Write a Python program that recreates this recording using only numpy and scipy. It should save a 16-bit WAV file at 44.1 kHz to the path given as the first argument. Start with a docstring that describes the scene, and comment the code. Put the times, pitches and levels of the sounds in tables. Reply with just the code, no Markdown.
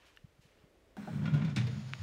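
"""A wooden drawer is pulled out by its handle and rolled back in a quiet, carpeted room.
It unseats with two knocks that ring its front. The rollers drum on the wooden box, scrape along the
runners and clack over a catch, ringing steel and wood; the drawer shuts with a low thud.
Close by: a rustling sleeve, a dull shuffle on the carpet, a few small clicks and soft bumps."""
import sys
import numpy as np
from scipy import signal
from scipy.fft import rfft, irfft
from scipy.io import wavfile

SR = 44100
rng = np.random.default_rng(int(sys.argv[2]) if len(sys.argv) > 2 else 0)


def persist_wave(psi):
    """Save psi, clipped to +-1, as 16-bit WAV."""
    counts = np.round(np.clip(psi, -1, 1) * 32767).astype(np.int16)
    wavfile.write(sys.argv[1], SR, np.atleast_2d(counts).T)


N = 89302
T = np.arange(N) / SR
FREQS = np.arange(N + 1) * SR / (2 * N)

# spectra (frequency [Hz], gain [dB])
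ROOM_SPECTRUM = [(45, 13), (80, 8.5), (135, 2), (500, -13.5), (1000, -9), (2000, -9.5), (7000, -21),
                 (15500, -29)]
TICK_SPECTRUM = [(6000, 1), (10400, -11.5), (12000, 1.5), (15500, -11)]
SHUFFLE_SPECTRUM = [(280, 5.5), (560, 5.5), (1150, -15), (1900, -16), (4000, -58)]
SLEEVE_SPECTRUM = [(300, 1.5), (3000, 4.5), (3600, -1), (6500, -11), (15500, -34)]
SCRAPE_SPECTRUM = [(210, 4), (350, 11), (500, 3), (1400, -1), (2980, -8.5), (3380, -7), (3900, -17.5),
                   (6500, -22), (15500, -54)]
RUB_SPECTRUM = [(1500, 9.5), (3000, -10), (4100, 0.5), (4600, -12.5), (5400, -5), (6200, -10), (9200, -11),
                (10400, -21.5), (15500, -15)]
SLIDE_SPECTRUM = [(300, 0), (1200, 5.5), (5300, 1), (6100, -5), (6900, 0.5), (7600, -17), (9500, -11.5),
                  (10400, -23.5), (15500, -22)]
CLACK_SPECTRUM = [(600, -11.5), (2300, 6.5), (3100, -1), (3750, 0), (6300, -10), (7700, -18), (9300, -23.5),
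                  (10400, -35), (15500, -44)]
# friction envelopes (time [s], level [dB])
SHUFFLE_DB = [(0, -74.5), (.4, -74.5), (.62, -69), (.95, -69.5)]
SLEEVE_DB = [(0, -67), (.07, -66), (.15, -70), (.22, -79.5), (.39, -89), (.44, -76.5), (.62, -73),
             (.72, -88)]
SCRAPE_DB = [(.962, -110), (.972, -58), (1.1, -55), (1.2, -55), (1.26, -50), (1.31, -55), (1.36, -47),
             (1.45, -50.5), (1.5, -50), (1.545, -59.5), (1.6, -52.5), (1.68, -54.5), (1.74, -58.5),
             (2.02, -67.5)]
RUB_DB = [(.955, -55), (.975, -61.5), (1.15, -60.5), (1.28, -65), (1.5, -98)]
SLIDE_DB = [(.96, -105), (1.1, -78), (1.3, -66.5), (1.54, -69), (1.64, -59.5), (1.85, -58.5), (2.02, -56.5)]

# cloth swishes (time [s], level [dB], attack [s], t60 [s])
SWISHES = [(.05, -64.5, 0.018, 0.31), (0.404, -67, 0.021, 0.45)]
# dry clicks (time [s], level before band-pass [dB], pitch [Hz], t60 [s])
CLICKS = [(0.165, -55, 5750, 0.006), (0.1725, -43.5, 2840, 0.013), (0.173, -43, 2200, 0.0024),
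          (1.9355, -19, 2410, .0026)]
# handling bumps (time [s], level [dB], pitch [Hz])
BUMPS = [(.238, -43.5, 136), (0.385, -53, 129), (.447, -56, 140), (.634, -53.5, 157)]
# contacts breaking free (time [s], level [dB])
TICKS = [(0.165, -67.5), (.967, -69.5), (1.343, -62), (1.447, -67), (1.67, -62.5)]
# unseating knocks (time [s], level [dB], gain of modes above 400 Hz [dB])
KNOCKS = [(.968, -38, -2.5), (1.0725, -39.5, 7), (1.081, -47.5, 8)]
# roller clacks, then a low thud as the drawer shuts
# (time [s], rattle and steel [dB], tilt [dB/oct], sides [dB], thump [dB], thump pitch [Hz])
IMPACTS = [(1.2553, -46, -4.5, -49, -44.5, 248), (1.276, -50.5, -12, -42.5, -52.5, 244),
           (1.336, -55, 3, -47, -54, 149), (1.343, -56.5, 3, -48.5, -30.5, 209.4),
           (1.417, -50.5, -6, -63, -23, 190), (1.446, -50.5, -0.5, -69, -49.5, 156),
           (1.495, -57.5, 3.5, -66, -64, 149), (1.5607, -41, 5.5, -65, -34, 277.5),
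           (1.567, -42.5, -6, -74, -23, 200.6), (1.574, -44.5, -1, -63, -29, 96),
           (1.584, -50, -4, -72, -29, 196.6), (1.612, -49.5, -3.5, -68, -45, 133),
           (1.668, -49.5, 0.5, -80, -43, 450.5), (1.997, -98, -12, -90, -28.5, 103.3)]
# rolling envelopes (time [s], relative drum level [dB], relative box level [dB])
ROLL_DB = [(1.08, -46, -43), (1.15, -36.5, -36), (1.19, -45, -33), (1.23, -32.5, -36.5), (1.285, -31, -35),
           (1.312, -38, -37.5), (1.346, -21.5, -33), (1.38, -25.5, -32), (1.408, -38, -33.5),
           (1.438, -29, -35), (1.546, -39.5, -38.5), (1.58, -32, -34), (1.65, -34.5, -34),
           (1.696, -44, -38.5), (1.77, -41.5, -38), (1.846, -45.5, -46), (1.93, -43.5, -45.5),
           (1.97, -56.5, -53.5)]
# drum pitch, lower as the rollers slow (time [s], pitch [Hz])
DRUM_HZ = [(1.09, 170), (1.17, 143.1), (1.3, 161.1), (1.39, 139.7), (1.44, 156.7), (1.53, 147),
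           (1.6, 126.1), (1.66, 116.5), (1.79, 143.8), (1.86, 129.8)]

# drawer front (frequency [Hz], gain [dB], t60 [s])
FRONT_MODES = [(205, 0.5, 0.47), (264.3, -9, 0.35), (466, -12.5, 0.084), (620, -8, 0.098),
               (768.5, -2, 0.088), (839, -6, 0.075), (1525, -10.5, 0.039)]
# steel runners (frequency [Hz], gain [dB], t60 [s])
STEEL_MODES = [(2325, 1.5, 0.13), (2628, -5.5, .1), (3630, -3, 0.28), (4040, -3, 0.15), (5300, -11, 0.14),
               (9200, -19, 0.12)]
# wooden sides (frequency [Hz], gain [dB])
SIDE_MODES = [(565, -2), (1045, -5), (1433, 3), (2735, -10.5), (3340, -6.5)]
# wooden box (frequency [Hz], width [Hz], gain [dB])
BOX_MODES = [(98.1, 14.2, -3.5), (120.4, 16.5, -3.5), (152.95, 13.4, -4.5), (197.24, 19.7, -0.5),
             (215, 27.8, -1.5), (265.7, 26.7, -4.5)]

UNSEAT_S = KNOCKS[0][0]


def undb(db):
    """Decibels to gain."""
    return 10 ** (np.asarray(db) / 20)


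def unit(x):
    """Scale to rms 1."""
    return x / np.std(x)


def curve(rows):
    """Interpolate (time [s], value) rows."""
    return np.interp(T, *np.array(rows).T)


def filtered(x, response):
    """Apply a frequency response."""
    return irfft(rfft(x, 2 * N) * response)[:N]


def colour(x, spectrum, tilt_db_oct=0):
    """Shape x by a tilted spectrum, rolled off below its first point; rms 1."""
    hz, db = np.array(spectrum).T
    octave = np.log2(np.maximum(FREQS, 1))
    gain = undb(np.interp(octave, np.log2(hz), db + tilt_db_oct * np.log2(hz)))
    return unit(filtered(x, gain * np.minimum(FREQS / hz[0], 1) ** 2))


def resonate(x, modes):
    """Parallel squared band-passes (frequency [Hz], width [Hz], gain [dB]); rms 1."""
    s = 1j * FREQS
    response = sum(undb(db) * (s * width / (s * s + s * width + hz ** 2)) ** 2 for hz, width, db in modes)
    return unit(filtered(x, response))


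def fade(start_s, t60_s):
    """Exponential decay from start_s."""
    return (T >= start_s) * np.exp(-np.log(1000) * np.maximum(T - start_s, 0) / t60_s)


def ramp(start_s, rise_s):
    """Linear rise from 0 to 1."""
    return np.clip((T - start_s) / rise_s, 0, 1)


def ring(start_s, hz, t60_s, push_s=0):
    """One struck mode; a soft contact makes it swell."""
    swell = np.sin(np.pi / 2 * ramp(start_s, push_s + 1e-9)) ** 2
    return swell * fade(start_s, t60_s) * np.sin(2 * np.pi * hz * (T - start_s))


def scattered_ring(start_s, hz, t60_s, detune, contact_s=0.003317):
    """One struck mode with random onset delay and detuning."""
    onset_s = start_s + contact_s * rng.random()
    return ring(onset_s, hz * (1 + detune * rng.standard_normal()), t60_s, push_s=1 / hz)


def noise():
    """White noise."""
    return rng.standard_normal(N)


def drift(bandwidth_hz):
    """Smooth random drift; rms 1."""
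    return unit(filtered(noise(), np.exp(-(FREQS / bandwidth_hz) ** 2)))


def grains(per_s, spread_db):
    """Random tiny impacts of uneven size."""
    impulses = (rng.random(N) < per_s / SR) * rng.choice([-1, 1], N)
    return impulses * undb(spread_db * np.minimum(rng.exponential(size=N), 4))


def room_tone(level_db=-69.5):
    """Faint steady background."""
    return undb(level_db) * colour(noise(), ROOM_SPECTRUM)


def room_echo(x, t60_s=0.2, gain_db=-18, low_cut_hz=300):
    """Short diffuse tail of a small, dead room."""
    tail = noise() * fade(0.0036, t60_s)
    walls = rfft(tail / np.linalg.norm(tail), 2 * N) * FREQS / (FREQS + low_cut_hz)
    return undb(gain_db) * filtered(x, walls)


def shuffle():
    """Dull friction on the carpet."""
    return colour(noise(), SHUFFLE_SPECTRUM) * undb(curve(SHUFFLE_DB))


def sleeve():
    """Grainy cloth rustle with brighter swishes."""
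    out = colour(grains(per_s=6000, spread_db=2.8), SLEEVE_SPECTRUM) * undb(curve(SLEEVE_DB))
    for start_s, db, attack_s, t60_s in SWISHES:
        swish = colour(noise(), SLEEVE_SPECTRUM, tilt_db_oct=7)
        out += undb(db) * swish * ramp(start_s, attack_s) * fade(start_s, t60_s)
    return out


def clicks(low_ratio=0.63, low_db=-6.5, band_hz=3620):
    """Small dry clicks: two modes each, band-passed."""
    band = signal.butter(2, [band_hz / 3, band_hz * 1.83], "band", fs=SR)
    out = np.zeros(N)
    for start_s, db, hz, t60_s in CLICKS:
        low_mode = undb(low_db) * ring(start_s, hz * low_ratio, t60_s / low_ratio)
        out += undb(db) * signal.lfilter(*band, ring(start_s, hz, t60_s) + low_mode)
    return out


def bumps(length_s=0.019):
    """Soft handling bumps: short windowed low tones."""
    out = np.zeros(N)
    for start_s, db, hz in BUMPS:
        push = np.sin(np.pi * ramp(start_s, length_s)) ** 2
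        out += undb(db) * push * np.sin(2 * np.pi * hz * (T - start_s))
    return out


def slide():
    """Smooth sliding hiss with a flickering level."""
    return colour(noise(), SLIDE_SPECTRUM) * undb(curve(SLIDE_DB) + drift(30))


def rub():
    """Bright rub of the wooden sides."""
    friction = colour(grains(per_s=9000, spread_db=1.4), RUB_SPECTRUM)
    return friction * undb(curve(RUB_DB)) * (T > UNSEAT_S)


def scrape(chatter_db=-5, width_hz=260):
    """Gritty scrape on the runners; sparser chatter rings sides and steel."""
    grit = colour(grains(per_s=6000, spread_db=2.2) * undb(drift(43)), SCRAPE_SPECTRUM)
    modes = [(hz, width_hz, db - 3 * np.log2(hz / SIDE_MODES[0][0]))
             for hz, db, *_ in SIDE_MODES + STEEL_MODES[:2]]
    chatter = resonate(grains(per_s=400, spread_db=1.5), modes)
    return unit(grit + undb(chatter_db) * chatter) * undb(curve(SCRAPE_DB))


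def ticks(t60_s=0.04):
    """Crisp noise bursts as contacts break free."""
    envelope = sum(undb(db) * fade(start_s, t60_s) for start_s, db in TICKS)
    return colour(noise(), TICK_SPECTRUM) * envelope


def knocks(push_s=0.028, crack_db=-3.5):
    """The front is tugged free: a crack, then ringing; low modes swell last."""
    out = np.zeros(N)
    for start_s, db, treble_db in KNOCKS:
        front = np.zeros(N)
        for hz, mode_db, t60_s in FRONT_MODES:
            swell_s = push_s * FRONT_MODES[0][0] / hz
            front += undb(mode_db + treble_db * (hz > 400)) * ring(start_s, hz, t60_s, swell_s)
        crack = colour(noise(), SCRAPE_SPECTRUM, tilt_db_oct=-3) * fade(start_s, t60_s=0.028)
        out += undb(db) * (front + undb(crack_db) * crack)
    return out


def impacts(tail_db=-5.5, steel_db=-7.5, overtone_ratio=1.4, overtone_db=-15):
    """Roller clacks (rattle, steel and side ring, box thump), then a low thud as the drawer shuts."""
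    out = np.zeros(N)
    for start_s, db, tilt_db_oct, sides_db, thump_db, thump_hz in IMPACTS:
        decay = fade(start_s, t60_s=0.054) + undb(tail_db) * fade(start_s, t60_s=0.3)
        rattle = ramp(start_s, rise_s=0.0013) * decay * colour(noise(), CLACK_SPECTRUM, tilt_db_oct)
        steel = np.zeros(N)
        for hz, mode_db, t60_s in STEEL_MODES:
            gain = undb(steel_db + mode_db + tilt_db_oct * np.log2(hz / STEEL_MODES[0][0]))
            steel += gain * scattered_ring(start_s, hz, t60_s, detune=0.012)
        sides = sum(undb(mode_db) * scattered_ring(start_s, hz, t60_s=0.085, detune=0.015)
                    for hz, mode_db in SIDE_MODES)
        thump = sum(undb(mode_db) * ring(start_s, hz, t60_s=0.18, push_s=0.011)
                    for hz, mode_db in [(thump_hz, 0), (thump_hz * overtone_ratio, overtone_db)])
        out += undb(db) * (rattle + steel) + undb(sides_db) * sides + undb(thump_db) * thump
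    return out


def rollers(wander_hz=5, flutter_db=1.2, octave_off_db=-14.5):
    """Rollers drum at a wavering pitch and ring the box; slower rollers favour its lower modes."""
    pitch_hz = curve(DRUM_HZ)
    phase = 2 * np.pi * np.cumsum(pitch_hz + wander_hz * drift(34.5)) / SR
    drum = unit(np.sin(phase) * undb(flutter_db * drift(52)))
    box, power = 0, 0
    for hz, width_hz, db in BOX_MODES:
        mode = signal.hilbert(resonate(grains(per_s=900, spread_db=1.8), [(hz, width_hz, 0)]))
        levelled = unit(mode.real / np.sqrt(0.5 + np.abs(mode) ** 2))
        weight = undb(db + octave_off_db * np.log2(hz / pitch_hz) ** 2)
        box += weight * levelled
        power += weight ** 2
    times_s, drum_db, box_db = np.array(ROLL_DB).T
    drum *= undb(np.interp(T, times_s, drum_db))
    box *= undb(np.interp(T, times_s, box_db)) / np.sqrt(power)
    onset = curve([(UNSEAT_S, 0), (0.985, 0.48), (1.06, 0.22), (1.095, 0.86)])
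    return (drum + box) * onset


def scene(box_low_hz=83.6):
    """Drawer and hand in the room, mono; the box radiates no deep bass."""
    radiation = 1 / np.sqrt(1 + (box_low_hz / np.maximum(FREQS, 1)) ** 10)
    drawer = filtered(rollers() + ticks() + impacts(), radiation) + scrape() + rub() + slide() + knocks()
    direct = drawer + sleeve() + shuffle() + clicks() + bumps()
    return (direct + room_echo(direct) + room_tone())[None]


def record(dry, top_hz=15600):
    """Steep elliptic low-pass."""
    return signal.sosfilt(signal.ellip(8, 0.2, 70, top_hz, fs=SR, output="sos"), dry)


dry = scene()
out = record(dry)
persist_wave(out)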